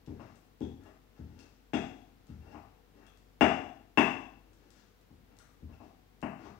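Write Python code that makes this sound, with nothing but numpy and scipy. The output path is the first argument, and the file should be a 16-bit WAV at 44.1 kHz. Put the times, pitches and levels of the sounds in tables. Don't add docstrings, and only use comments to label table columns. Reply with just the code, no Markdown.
import sys
import numpy as np
from scipy import signal
from scipy.fft import rfft, irfft
from scipy.io import wavfile
from scipy.ndimage import uniform_filter1d

SR = 44100
rng = np.random.default_rng(int(sys.argv[2]) if len(sys.argv) > 2 else 0)


def generate_wav(signal):
    frames = np.transpose(np.atleast_2d(signal))
    scaled = np.clip(frames, -1, 1) * 32767
    pcm = np.round(scaled).astype(np.int16)
    wavfile.write(sys.argv[1], SR, pcm)


N = 290938

# f/Hz, rms level/dB
FRIDGE_HUM = [(48.6, -62), (97.5, -73.5), (146, -86), (253, -78), (441.4, -77), (490, -77), (737.5, -82.5)]
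# f/Hz, relative level/dB
AIR_COLOUR = [(40, -9), (70, 2), (130, -0.5), (260, -0.5), (600, -10.5), (1500, -17.5), (4000, -24),
              (9000, -37)]
# f/Hz, relative level/dB
HISS_COLOUR = [(300, 1.5), (2000, -4), (5000, -10.5), (9500, -17.5), (12500, -13.5), (15500, -10.5)]
# f/Hz, time/s
ECHO_FADE = [(50, 0.78), (130, 0.69), (350, 0.52), (920, 0.58), (2430, 0.5), (6400, 0.66), (14000, 0.47)]
# f/Hz, likeness (0-1)
PORT_LIKENESS = [(60, .95), (130, .96), (290, .93), (640, .75), (1410, .5), (3100, .3)]
# f/Hz, width/Hz, level/dB
STANDING_WAVES = [(70.9, 36, -1), (134.3, 7.7, -13), (207.3, 6.1, -1.5), (249.7, 18.6, -0.5),
                  (275.6, 3.48, 7), (297.7, 11, 2), (327.6, 2.5, -1.5), (399, 3.4, 0), (624.7, 12, 0)]
# t/s, level/dB, centre f/Hz, squelch length/s
PASTE_SMACKS = [(0.063, -35.5, 4950, 0.016), (.357, -41.5, 7600, 0.015), (0.606, -38.5, 6000, 0.011),
                (0.837, -43.5, 6800, 0.017), (1.391, -33, 5800, 0.015), (2.269, -43, 7000, 0.011),
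                (2.685, -37, 2490, .003), (3.067, -39, 7300, 0.0046), (3.174, -39.5, 6700, .004),
                (4.533, -43, 6600, 0.011), (4.705, -35, 6500, 0.015), (5.013, -45.5, 6500, 0.0038),
                (5.369, -41, 6250, 0.0031), (5.388, -30.5, 7260, 0.0049), (6.207, -43, 5480, .003),
                (6.217, -33, 6930, 0.0059)]
# end t/s, length/s, rumble level/dB, scrape level/dB,
# fine scrape above scrape/dB, squelch level/dB
PESTLE_DRAGS = [(0.204, 0.014, -40.5, -51, -2.5, -67), (0.325, 0.3, -60, -62.5, -0.5, -66),
                (0.86, 0.067, -53, -55, .1, -69), (1.17, 0.031, -58, -57, -3.5, -62),
                (1.416, 0.16, -49, -61.5, -0.5, -62), (2.296, 0.054, -52, -59, -1.5, -62.5),
                (2.534, 0.14, -43.5, -48.5, -6.5, -63), (2.969, 0.038, -48.5, -61.5, -5, -67),
                (3.039, 0.063, -69, -58, 1.5, -73), (4.671, 0.21, -55, -68, 1, -68),
                (4.776, 0.078, -56.5, -68.5, 9, -55), (5.32, 0.059, -51, -59, -5.5, -90.5),
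                (5.387, 0.011, -69, -60, 9, -80), (5.728, .04, -74, -57.5, -2, -64),
                (5.821, 0.027, -44.5, -56, -7, -60.5), (6.452, 0.087, -39.5, -52.5, 2, -55)]
# f/Hz, width/Hz, level/dB
GRIT_RESONANCES = [(206, 254, -1), (317.4, 310, 1)], [(710, 172, 0.5), (834, 110, 1)], [(1200, 400, -6.5),
                   (1700, 730, -9)]
# t/s, bowl level/dB, lean to the lower ring of the bowl's pair/dB, pestle level/dB,
# sharpness (level of the upper bowl rings)/dB
STONE_CLINKS = [(0.1977, -38, -10, -52, -57), (0.616, -34, 3, -23.5, -38.5), (0.8568, -34, -12, -43, -45),
                (1.3955, -27.5, 3, -48, -34.5), (1.7356, -7, -6, -9.5, -21.5), (2.5092, -32, -10, -60, -44),
                (3.0647, -31, -1, -32, -52), (3.409, 8.5, -3.5, -6, -15), (3.9737, 7.5, 15, -5, -15.5),
                (5.7283, -35, 12, -54, -59), (6.2238, -18, 8, -64, -40)]
# f/Hz, width/Hz, level/dB
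STONE_RINGS = ([(2722, 59, 9.5)], [(2778, 63, 5)], [(3369, 130, 6), (3880, 24, -11.5)], [(4900, 110, -0.5),
               (5183, 170, 0.5), (7910, 130, -10.5)], [(6110, 70, 8.5), (7000, 130, 4.5),
               (7890, 140, -9.5)], [(10100, 70, -2), (12330, 30, 4.5)])
# t/s, cabinet level/dB, strength/dB,
# hardness (near 0 deep in paste, near 1 on bare stone), lean to the low worktop/dB
BLOWS = [(0.074, -7, -6.5, 0.67, -3), (0.103, -30, -6.5, 0.48, -5.7), (0.195, -27, -17, 1.017, 9),
         (0.608, -8, 3.5, 0.54, -1.5), (0.659, -22, -26, .05, -3), (0.858, -39, -29, 1.09, -2),
         (1.19, -8.5, -10, 0.43, -1), (1.231, -17, -18, .05, 3.3), (1.733, -7, 8, 0.9, 1),
         (2.29, -8.5, -11, 0.31, .1), (2.369, -16, -29, .05, -1), (2.545, -21, -23.5, 1.198, 3),
         (3.409, -1, 16, 0.98, -0.7), (3.974, -28, 13, 1.028, -4), (5.106, -22.5, -29, 0.85, -1),
         (5.199, -28, -28.5, .3, 1.5), (5.622, -10, -17, 0.048, 2), (5.692, -26, -24, 0.92, -2.5),
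         (5.802, -27, -22, 1.035, -1), (6.227, -36, -8, 1.139, 24.5), (6.452, -19, -20, 1.07, 3),
         (6.501, -30, -16.5, 0.46, 5.5)]
PART_EDGES_HZ = [40, 160, 240, 500, 1200]
# f/Hz, width/Hz, level/dB
COUNTER_RESONANCES = [(75, 19, 2), (116, 93, -6.5), (231, 81, -0.5), (240, 59, 2.5), (394, 140, -5),
                      (636, 100, -1), (768, 152, 0), (1110, 290, -7)]
# low worktop/dB, high worktop/dB, mortar base/dB, clack/dB
SOFT_ANSWER_DB = (1.5, -16, -47, -45.5)
HARD_ANSWER_DB = (-19, -1.1, 2.33, 8.5)

AIR_DB, HISS_DB = -65.5, -70.5
DIRECT_DB, STANDING_DB = -11.5, -19.5
FIRST_ECHO_S, BUILD_S = 0.00074, 0.0023
SMACK_ECHO_DB, FLOOR_BORNE_DB = 6, -12.5
GRIT_PER_S, GRIT_SPREAD_DB = 1200, 2.5
DRAG_SWELL_DB, DRAG_RELEASE_DB_PER_S = 11.5, 300
DRAG_RING_DB = -11.5
UPPER_PESTLE_DB = -12.5
HIGHEST_DB, HIGHEST_PER_LEAN = -46.5, 1
CRACK_DB, SPIT_DB = 7.5, -8
CLACK_PER_STRENGTH = 0.23
LEAN_TAKES = 0.4
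MUFFLE_HZ, MUFFLE_DB, LEAK_DB = 237, -5.5, -28.5
BOTTOM_HZ, TOP_HZ = 48.6, 15760


def undb(db):
    return 10 ** (np.asarray(db) / 20)


def along(table, hz):
    points = np.array(table)
    return np.interp(np.log(hz), np.log(points[:, 0]), points[:, 1])


def train(s, size):
    x = np.zeros(N)
    places = np.clip((np.asarray(s) * SR).astype(int), 0, N - 1)
    np.add.at(x, places, size)
    return x


def band(x, lo_hz, hi_hz, order=2):
    return signal.sosfilt(signal.butter(order, [lo_hz, hi_hz], "band", fs=SR, output="sos"), x)


def crack(s, db, lo_hz, hi_hz):
    return band(train(s, undb(db)), lo_hz, hi_hz, order=3)


def ring(x, modes, s=None, scatter_db=2.0):
    out, energy = 0, 0
    for k, (hz, width, db) in enumerate(modes):
        decay = np.exp(-np.pi * width / SR)
        turn = 2 * np.pi * hz / SR
        force = x
        if s is not None:
            force = train(s, x * undb(scatter_db * rng.standard_normal(len(s))))
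        feedback = [1, -2 * decay * np.cos(turn), decay * decay]
        tone = signal.lfilter([0, np.sin(turn)], feedback, force)
        out = out + undb(db) * width * (-1) ** k * tone
        energy += undb(2 * db) * width * SR / (4 * np.pi)
    return out / np.sqrt(energy)


def coloured(shape, db):
    hz = np.maximum(np.fft.rfftfreq(N, 1 / SR), 1)
    x = irfft(rfft(rng.standard_normal(N)) * undb(along(shape, hz)), N)
    return x * undb(db) / x.std()


def walk(rate):
    hold = int(SR / rate)
    steps = np.repeat(rng.standard_normal(N // hold + 1), hold)
    return 1.3 * uniform_filter1d(uniform_filter1d(steps, hold), hold)[:N]


def fridge():
    t = np.arange(N) / SR
    hum = 0
    for hz, db in FRIDGE_HUM:
        level = undb(db + 1.5 * walk(4.8)) * np.sqrt(2)
        hum = hum + level * np.sin(2 * np.pi * (hz * t + rng.random()))
    mid, side = coloured(AIR_COLOUR, AIR_DB), coloured(AIR_COLOUR, AIR_DB - 4.5)
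    swell = undb(0.8 * walk(2))
    return hum + swell * np.array([mid + side, mid - side])


def kitchen():
    t = np.arange(SR) / SR
    hz = np.fft.rfftfreq(SR, 1 / SR)
    late = np.maximum(t - FIRST_ECHO_S, 0)
    build = 1 - np.exp(-late / BUILD_S)
    noise, out = rfft(rng.standard_normal((2, SR))), np.zeros((2, SR))
    for centre in 30 * 2 ** (np.arange(28) / 3):
        window = np.cos(np.pi / 2 * np.clip(3 * np.log2(hz / centre + 1e-9), -1, 1)) ** 2
        fade = 1000.0 ** (-late / along(ECHO_FADE, centre))
        tail = irfft(noise * window, SR) * build * fade
        tail *= np.sqrt(np.mean(window ** 2) / np.sum(tail ** 2, axis=1, keepdims=True))
        alike = np.clip(along(PORT_LIKENESS, centre), 0, 1)
        out += [tail[0], alike * tail[0] + np.sqrt(1 - alike ** 2) * tail[1]]
    out += undb(STANDING_DB) * ring(1.0 * (t == 0), STANDING_WAVES)
    out[:, 0] += undb(DIRECT_DB)
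    return out


def smacks():
    out = np.zeros(N)
    t = np.arange(4000) / SR
    for s, db, hz, length in PASTE_SMACKS:
        bubbles = rng.standard_normal(len(t)) * (rng.random(len(t)) < 0.15)
        pops = 0.13 * bubbles * np.exp(-t / max(length, 1e-3))
        pops[0] = 1
        i = int(s * SR)
        out[i:i + len(t)] += undb(db) * band(pops, 0.49 * hz, 1.18 * hz)
    return out


def grinding():
    t, gains = np.arange(N) / SR, np.zeros((4, N))
    for end, length, rumble_db, scrape_db, bright_db, wet_db in PESTLE_DRAGS:
        levels = [rumble_db, scrape_db, scrape_db + bright_db, wet_db]
        rise_db = DRAG_SWELL_DB * (t - end) / length
        fall_db = DRAG_RELEASE_DB_PER_S * (end - t)
        press_db = np.where(t < end, rise_db, fall_db)
        gains += undb(levels)[:, None] * undb(press_db) * (t > end - length)
    rumble, scrape, fine, wet = uniform_filter1d(gains, size=200)

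    slips = rng.random(N) < GRIT_PER_S / SR
    ticks = slips * undb(GRIT_SPREAD_DB * rng.exponential(size=N)) * rng.choice([-1, 1], N)
    ticks = ticks / ticks.std() * undb(0.44 * walk(15))

    bowl = ring(ticks * scrape, STONE_RINGS[0] + STONE_RINGS[1])
    upper_bowl = undb(-14.5) * ring(ticks * scrape, STONE_RINGS[3])
    stone = undb(DRAG_RING_DB) * band(bowl + upper_bowl, 1900, 9000)
    squelch = band(ticks[::-1] * wet, 2300, 6500, order=3)
    grit = sum(ring(ticks * gain, modes) for gain, modes in zip([rumble, scrape, fine], GRIT_RESONANCES))
    return grit + stone + squelch


def clinks():
    s, bowl_db, lean_db, pestle_db, sharp_db = np.transpose(STONE_CLINKS)
    highest_db = bowl_db + HIGHEST_DB + HIGHEST_PER_LEAN * lean_db
    levels = [bowl_db + lean_db / 2, bowl_db - lean_db / 2, pestle_db,
              sharp_db, pestle_db + UPPER_PESTLE_DB, highest_db]
    rings = 0
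    for db, modes in zip(levels, STONE_RINGS):
        tone = ring(undb(db), modes, s, scatter_db=0.0)
        rings = rings + band(tone, 0.916 * modes[0][0], 0.985 * modes[-1][0])
    dry_crack = crack(s, sharp_db + CRACK_DB, 3800, 7500)
    spit = crack(s, sharp_db + SPIT_DB, 8000, 15000)
    return rings + dry_crack + spit


def knocks():
    s, cabinet_db, strength_db, hardness, lean_db = np.transpose(BLOWS)
    low_db, high_db, base_db, clack_db = [strength_db + soft + hardness * (hard - soft)
                                          for soft, hard in zip(SOFT_ANSWER_DB, HARD_ANSWER_DB)]
    clack_db = clack_db + CLACK_PER_STRENGTH * strength_db
    levels = [cabinet_db, low_db + lean_db, high_db - LEAN_TAKES * lean_db, base_db]
    body = 0
    for db, lo, hi in zip(levels, PART_EDGES_HZ, PART_EDGES_HZ[1:]):
        modes = [m for m in COUNTER_RESONANCES if lo <= m[0] < hi]
        lag = rng.random(len(s)) / (2 * hi)
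        body = body + band(ring(undb(db), modes, s + lag), 0.62 * lo, 2.6 * hi, order=1)
    body = signal.sosfilt(signal.butter(2, 1500, fs=SR, output="sos"), body)
    clack = crack(s, clack_db, 1230, 3200)
    clack = signal.lfilter(*signal.butter(1, 1300, fs=SR), clack)
    clack = signal.sosfilt(signal.cheby1(8, 1, 3000, fs=SR, output="sos"), clack)
    return body, clack


def scene():
    pops = smacks()
    body, clack = knocks()
    dry = body + clack + clinks() + undb(SMACK_ECHO_DB) * pops + grinding()
    near = pops + undb(FLOOR_BORNE_DB) * band(body, 45, 320, order=1)
    echoed = signal.fftconvolve(dry[None], kitchen(), axes=1)[:, :N]
    return echoed + near + fridge()


def record(dry):
    bass = signal.lfilter(*signal.butter(1, MUFFLE_HZ, fs=SR), dry[1])
    right = undb(MUFFLE_DB) * bass + undb(LEAK_DB) * dry[1]
    ports = np.array([dry[0], right])
    ports += [coloured(HISS_COLOUR, HISS_DB), coloured(HISS_COLOUR, HISS_DB)]
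    ports = signal.sosfilt(signal.butter(4, BOTTOM_HZ, "high", fs=SR, output="sos"), ports)
    return signal.sosfilt(signal.ellip(12, 0.2, 80, TOP_HZ, fs=SR, output="sos"), ports)


dry = scene()
out = record(dry)
generate_wav(out)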